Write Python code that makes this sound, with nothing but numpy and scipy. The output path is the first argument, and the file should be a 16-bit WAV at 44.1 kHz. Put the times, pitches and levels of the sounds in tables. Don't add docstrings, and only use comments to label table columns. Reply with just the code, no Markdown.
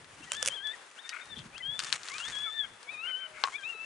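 import sys
import numpy as np
from scipy import signal
from scipy.fft import rfft, irfft
from scipy.io import wavfile
from scipy.ndimage import uniform_filter1d

SR = 44100
rng = np.random.default_rng(int(sys.argv[2]) if len(sys.argv) > 2 else 0)


def voltage_ratio(level):
    return 10 ** (np.asarray(level, float) / 20)


def file_out(sig):
    cols = np.atleast_2d(sig).T
    lim = np.clip(cols, -1, 1)
    pcm = np.round(lim * 32767).astype(np.int16)
    wavfile.write(sys.argv[1], SR, pcm)


N = 169785


def evened(x):
    return x / np.sqrt(np.mean(x ** 2) + 1e-20)


def read(points, hz):
    f, value = np.transpose(points)
    return np.interp(np.log(hz + 1), np.log(f + 1), value)


def along(points, t):
    return np.interp(t, *np.transpose(points))


def add(mix, start_s, sound, side_db):
    part = mix[:, round(start_s * SR):][:, :sound.shape[-1]]
    lean = voltage_ratio(np.array([[side_db / 2], [-side_db / 2]]))
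    part += sound[..., :part.shape[1]] * 2 * lean / lean.sum()


def drift(count, span_s):
    size = int(span_s * SR) + 1
    smooth = uniform_filter1d(rng.standard_normal(count), size)
    return evened(uniform_filter1d(smooth, size))


def ring(x, peaks):
    out = 0
    for hz, width_hz, db in peaks:
        r = np.exp(-np.pi * width_hz / SR)
        poles = [1, -2 * r * np.cos(2 * np.pi * hz / SR), r * r]
        out = out + voltage_ratio(db) * signal.lfilter([1 - r, 0, r - 1], poles, x)
    return out


def colour(x, points):
    hz = np.fft.rfftfreq(N, 1 / SR)
    gain_db = read(points, hz) - 60 * (hz < points[0][0] / 2)
    return irfft(rfft(x) * voltage_ratio(gain_db), N)


def glide(start_s, length_s, db, first_hz, last_hz):
    u = np.linspace(0, 1, int(length_s * SR))
    hz = (first_hz + (last_hz - first_hz) * u) * (1 + 0.011 * drift(len(u), 0.0089))
    tone = np.sin(2 * np.pi * np.cumsum(hz) / SR)
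    return start_s, voltage_ratio(db) * 2 * np.sin(np.pi * u) * tone


def air():
    # (frequency [Hz], level [dB])
    hiss_spectrum = [(24, -62), (100, -27.5), (400, -8.5), (1730, -5), (4500, -15.5), (8060, -18.5),
                     (10900, -15), (11300, -56)]
    # (frequency [Hz], left over right [dB])
    side_lean = [(60, -11.5), (850, 6), (12100, -0.5)]
    hz = np.fft.rfftfreq(N, 1 / SR)
    a, b = rfft(colour(rng.standard_normal((2, N)), hiss_spectrum))
    same = np.clip(0.89 - 0.17 * np.log(1 + hz / 200), 0, 1)
    lean = voltage_ratio(read(side_lean, hz) / 2)
    left = a * lean
    right = (same * a + np.sqrt(1 - same ** 2) * b) / lean
    return voltage_ratio(-54 + 1.7 * drift(N, 0.027)) * evened(irfft([left, right], N))


def wind():
    # (time [s], level [dB])
    wind_level = [(0, -55.5), (.1, -66), (.3, -66), (.48, -60), (.9, -88), (1.2, -80), (1.3, -59),
                  (1.39, -48.5), (1.5, -61), (1.64, -67), (1.86, -59), (2.1, -70.5), (2.33, -59.5),
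                  (2.48, -75.5), (2.7, -60), (2.85, -74), (3.85, -75)]
    # (frequency [Hz], level [dB])
    gust_spectrum = [(30, -15), (140, -6), (450, -16)]
    # (time [s], length [s], level [dB], first pitch [Hz], last pitch [Hz])
    puff_rows = [
        (0.126, .03, -66, 110, 90),
        (0.202, .016, -54, 324, 290),
        (0.551, 0.013, -56.5, 483, 463),
        (1.39, 0.027, -48, 150, 131),
        (1.454, 0.015, -49, 200, 171),
        (1.676, 0.03, -55, 170, 110),
        (3.746, 0.013, -56, 450, 400),
    ]
    z = rng.standard_normal((3, N))
    both = z[:1] + 0.53 * z[1:]
    level = voltage_ratio(along(wind_level, np.arange(N) / SR) + 4.04 * drift(N, 0.028) - 2.0)
    out = evened(colour(both, gust_spectrum + [(1200, -45)])) * level
    for row in puff_rows:
        add(out, *glide(*row), side_db=0)
    return out


def rustle():
    # (time [s], level [dB])
    rustle_level = [(0, -78), (.3, -59.5), (.35, -49.5), (.4, -56.5), (.5, -49), (.6, -75), (1.15, -63.5),
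                    (1.72, -75.5), (1.82, -48.5), (1.94, -50), (2.01, -56.5), (2.12, -52.5), (2.32, -52),
                    (2.48, -64), (3.25, -81), (3.42, -58.5), (3.85, -67.5)]
    # (frequency [Hz], level [dB])
    grass_spectrum = [(600, -15), (1200, 0), (2800, -2.5), (4800, -8.5), (7000, -4.5), (10800, -14.5),
                      (11300, -49)]
    cracks_per_s, spread_db, decay_s = 1100, 3, 0.00081
    size = voltage_ratio(spread_db * np.minimum(rng.exponential(1, N), 4))
    size = size * (rng.random(N) < cracks_per_s / SR)
    envelope = np.sqrt(signal.lfilter([1], [1, -np.exp(-1 / (decay_s * SR))], size ** 2))
    grain = rng.standard_normal((3, N))
    both = envelope * (grain[:1] + .5 * grain[1:])
    level = voltage_ratio(along(rustle_level, np.arange(N) / SR) + 6 + 2.84 * drift(N, 0.023))
    return evened(colour(both, grass_spectrum)) * level * voltage_ratio(np.array([[1.5], [-1.5]]))


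def clicks(rows, body, burst_s, gain_db, tail_db, lean_db, low_hz):
    # (centre [Hz], width [Hz], level [dB])
    hollow_peaks = [(1102, 77, 1)]
    out = np.zeros((2, N))
    t = np.arange(2500) / SR - .0008
    high_pass = signal.butter(3, low_hz, "high", fs=SR, output="sos")
    for start_s, db, *ring_db in rows:
        z = rng.standard_normal((3, len(t)))
        decay = np.exp(-t / burst_s) + voltage_ratio(tail_db) * np.exp(-t / 0.0076)
        burst = (z[0] + 0.56 * z[1:]) * decay * (t > 0)
        burst[:, np.argmax(t > 0)] += 4
        spot = 1 + np.array([.07, 0, .15]) * rng.standard_normal((len(body), 3))
        sound = signal.sosfilt(high_pass, ring(burst, np.array(body) * spot))
        sound = sound / abs(sound).max()
        if ring_db:
            hollow = ring(burst, hollow_peaks)
            sound = uniform_filter1d(sound, size=5) + voltage_ratio(ring_db[0]) * hollow / abs(hollow).max()
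        add(out, start_s, voltage_ratio(db + gain_db) * sound, lean_db)
    return out


def ticks():
    # (time [s], peak [dB])
    tick_rows = [(.0438, -44), (.6708, -33.5), (1.0917, -23.5), (1.255, -42), (1.3823, -43), (1.3905, -35),
                 (1.5796, -31.5), (1.7916, -17.5), (1.7968, -28), (1.801, -22), (1.824, -35),
                 (1.837, -26.5), (1.8456, -28), (1.893, -39), (1.926, -12), (2.0322, -30.5), (2.0631, -38),
                 (2.0848, -27.5), (2.1175, -31.5), (2.1816, -26), (2.2088, -42), (2.2861, -33),
                 (2.345, -44), (2.3859, -42), (2.4128, -48), (2.8291, -38), (3.1199, -47)]
    # (centre [Hz], width [Hz], level [dB])
    tick_body = [(1540, 540, 7.5), (2920, 1500, 7), (4160, 760, 7), (6800, 4400, -14.5)]
    return clicks(tick_rows, tick_body, burst_s=0.00016, gain_db=5.0, tail_db=-13,
                  lean_db=7.5, low_hz=900)


def snaps():
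    # (time [s], peak [dB])
    snap_rows = [(.3183, -13), (.3322, -24), (.3362, -28), (.3495, -28), (.367, -27), (.4232, -31),
                 (.4266, -12), (.4483, -28), (.4508, -22), (.4592, -11), (.4672, -20), (.4705, -28),
                 (.4749, -11), (.478, -20), (.484, -13)]
    # (centre [Hz], width [Hz], level [dB])
    snap_body = [(500, 45, 22.5), (1250, 1160, 4), (2720, 510, 9.5), (6000, 3000, 4.5), (7700, 12000, -2)]
    return clicks(snap_rows, snap_body, burst_s=0.00082, gain_db=3.5, tail_db=-23.0,
                  lean_db=-2.5, low_hz=900)


def knocks():
    # (time [s], peak [dB], hollow ring [dB])
    knock_rows = [
        (3.4375, -9, -12),
        (3.453, -40, 10),
        (3.4735, -36, 7),
        (3.483, -58, 30),
    ]
    # (centre [Hz], width [Hz], level [dB])
    knock_body = [(1350, 580, 8), (2450, 990, -2), (3930, 580, -3)]
    return clicks(knock_rows, knock_body, burst_s=0.00055, gain_db=3.4, tail_db=-14,
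                  lean_db=6.5, low_hz=358)


def bark(start_s, length_s, db, throat):
    pitch_hz, rough = 327.7, 0.72
    u = np.linspace(0, 1, int(length_s * SR))
    turns = np.cumsum(pitch_hz * (1 + 0.062 * drift(len(u), 0.0063))) / SR
    pulses = evened(np.diff(turns // 1, prepend=0))
    breath = rng.standard_normal(len(u)) * np.exp(-(turns % 1) / 1.07)
    drive = (1 - rough) * pulses + rough * breath
    voice = evened(ring(ring(drive, throat), throat))
    return start_s, voltage_ratio(db) * voice * np.sin(np.pi * u ** 0.67) * 2.78


def far_voices():
    # (time [s], length [s], level [dB], first pitch [Hz], last pitch [Hz])
    yip_rows = [
        (0.219, 0.029, -53.5, 2620, 2800),
        (0.237, 0.02, -56.5, 3000, 3250),
        (0.257, 0.05, -56, 1980, 1860),
        (0.728, 0.028, -50, 2161, 1710),
        (1.6, 0.025, -45, 2070, 1930),
        (2.45, 0.061, -47, 1430, 1227),
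        (2.433, 0.07, -52, 2360, 2124),
        (3.189, 0.28, -64, 640, 606),
        (3.658, 0.016, -59, 960, 900),
        (3.727, .04, -66, 3910, 3900),
    ]
    # (time [s], length [s], level [dB])
    bark_rows = [
        (1.038, .05, -62),
        (1.119, 0.033, -49.5),
        (1.142, 0.023, -50),
        (1.161, 0.02, -48.5),
        (1.18, 0.062, -55),
        (2.631, 0.044, -58),
        (3.045, 0.042, -59),
        (3.08, 0.047, -54.5),
        (3.19, 0.11, -60.5),
        (3.33, 0.16, -57.5),
    ]
    # (centre [Hz], width [Hz], level [dB])
    bark_throat = [(1480, 400, 0), (2130, 380, -1)]
    out = np.zeros((2, N))
    for row in yip_rows:
        add(out, *glide(*row), side_db=11)
    for row in bark_rows:
        add(out, *bark(*row, bark_throat), side_db=11)
    return out


def howl(rows):
    third_level = [(2.2, -21), (2.9, -12.5), (3.6, -10)]
    throat_top_hz, cut_db_per_hz, edge_s = 3860, 0.2, 0.0045
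    s, hz, second_db, first_db = np.transpose(rows)
    t = np.arange(s[0], s[-1], 1 / SR)
    pitch_hz = np.interp(t, s, hz) * (1 + 0.0044 * drift(len(t), 0.009))
    phase = 2 * np.pi * np.cumsum(pitch_hz) / SR
    first = np.interp(t, s, first_db)
    second = np.interp(t, s, second_db)
    third = second + along(third_level, t) - cut_db_per_hz * np.maximum(3 * pitch_hz - throat_top_hz, 0)
    tone = 0
    for k, db in enumerate((first, second, third), start=1):
        flutter_db = 2 * drift(len(t), 0.0096)
        tone = tone + voltage_ratio(db + flutter_db) * np.sin(k * phase)
    fade = np.clip(np.minimum(t - s[0], s[-1] - t) / edge_s, 0, 1)
    return s[0], np.sqrt(2) * tone * fade


def howls():
    # (time [s], pitch [Hz], second partial [dB], first partial [dB])
    howl_a = [
        [(.3, 1459, -57, -70), (.33, 1530, -44, -50), (.38, 1775, -44.5, -46), (.43, 1709, -46, -44.5),
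         (.445, 1720, -46.5, -49), (.495, 1706, -43, -56)],
        [(.495, 1670, -43, -66), (.515, 1507, -43, -66), (.555, 1717, -41, -54.5), (.575, 1563, -39, -59),
         (.62, 1607, -49, -47.5), (.648, 1743, -39, -45.5), (.68, 1707, -37.5, -43), (.72, 1800, -44, -47.5),
         (.75, 1960, -82, -51)],
    ]
    howl_b = [
        [(.965, 1200, -65, -68), (.98, 1400, -55, -57), (.995, 1750, -47.5, -51.5), (1.015, 1880, -68, -67),
         (1.055, 1790, -49, -65), (1.08, 1830, -58, -54), (1.13, 1920, -58, -49)],
        [(1.21, 1820, -47.5, -68), (1.235, 1830, -58, -72), (1.27, 1880, -73, -62), (1.31, 1825, -51.5, -62),
         (1.33, 1740, -38, -55), (1.347, 1720, -50, -51)],
    ]
    howl_c = [
        [(1.525, 1133, -64, -68), (1.56, 1330, -45, -69), (1.575, 1610, -47, -51), (1.6, 1680, -59, -66)],
        [(1.62, 1506, -49.5, -72), (1.66, 1602, -35.5, -54.5), (1.74, 1720, -40.5, -56),
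         (1.81, 1786, -48.5, -70), (1.84, 1820, -66, -53), (1.895, 1740, -44, -51)],
    ]
    howl_d = [
        [(2.105, 1002, -44.5, -62), (2.15, 1204, -38.5, -49.5), (2.185, 1290, -58, -53), (2.2, 1350, -42, -49),
         (2.228, 1441, -43.5, -54), (2.24, 1618, -40, -54), (2.275, 1786, -41.5, -47), (2.31, 1880, -68, -52)],
        [(2.315, 1750, -51, -59), (2.35, 1656, -38.5, -47.5), (2.43, 1711, -38.5, -49.5),
         (2.48, 1741, -36.5, -54), (2.51, 1755, -42, -58), (2.555, 1795, -40, -46), (2.6, 1740, -32.5, -45.5),
         (2.635, 1659, -37.5, -47.5), (2.657, 1560, -40.5, -48)],
    ]
    howl_e = [
        [(2.865, 1096, -63, -76), (2.895, 1150, -38.5, -78), (2.915, 1287, -47, -71), (2.97, 1216, -45.5, -60),
         (3.02, 1312, -42, -55), (3.045, 1403, -36, -47), (3.074, 1443, -37, -47)],
        [(3.066, 1490, -40, -46), (3.085, 1544, -37, -50), (3.15, 1498, -37.5, -51.5),
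         (3.205, 1565, -44.5, -50), (3.27, 1491, -43.5, -54)],
    ]
    yodel = [
        [(3.52, 1026, -53.5, -52), (3.56, 1180, -33.5, -63), (3.588, 1250, -59, -66)],
        [(3.58, 1690, -44, -45), (3.615, 1570, -60.5, -54), (3.638, 1600, -43, -44)],
        [(3.632, 1189, -42.5, -61), (3.695, 1408, -37.5, -62), (3.75, 1300, -47, -56.5),
         (3.85, 1328, -40, -63.5)],
    ]
    # (centre [Hz], width [Hz], level [dB])
    rasp_throat = [(3330, 410, 0)]
    out = np.zeros((2, N))
    for rows in howl_a + howl_b + howl_c + howl_d + howl_e + yodel:
        add(out, *howl(rows), side_db=12)
    rasp = bark(start_s=1.355, length_s=0.074, db=-56, throat=rasp_throat)
    add(out, *rasp, side_db=12)
    return out


def field(x):
    t = np.arange(SR) / SR
    sparse = rng.standard_normal((2, SR)) * (rng.random((2, SR)) < .05)
    taps = sparse * voltage_ratio(-60 * t / .6) * (t > .01)
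    return signal.fftconvolve(x, taps / np.linalg.norm(taps[0]), axes=1)[:, :N]


def pack():
    out = far_voices() + howls()
    return out + voltage_ratio(-19) * field(out)


def scene():
    near = ticks() + snaps() + knocks()
    return air() + wind() + rustle() + near + pack()


def top_cut(x):
    return signal.sosfilt(signal.butter(12, 12680, fs=SR, output="sos"), x)


def record(dry):
    low_pass = signal.butter(11, 10140, fs=SR, output="sos")
    mix = signal.sosfilt(low_pass, dry)
    return top_cut(mix)


dry = scene()
out = record(dry)
file_out(out)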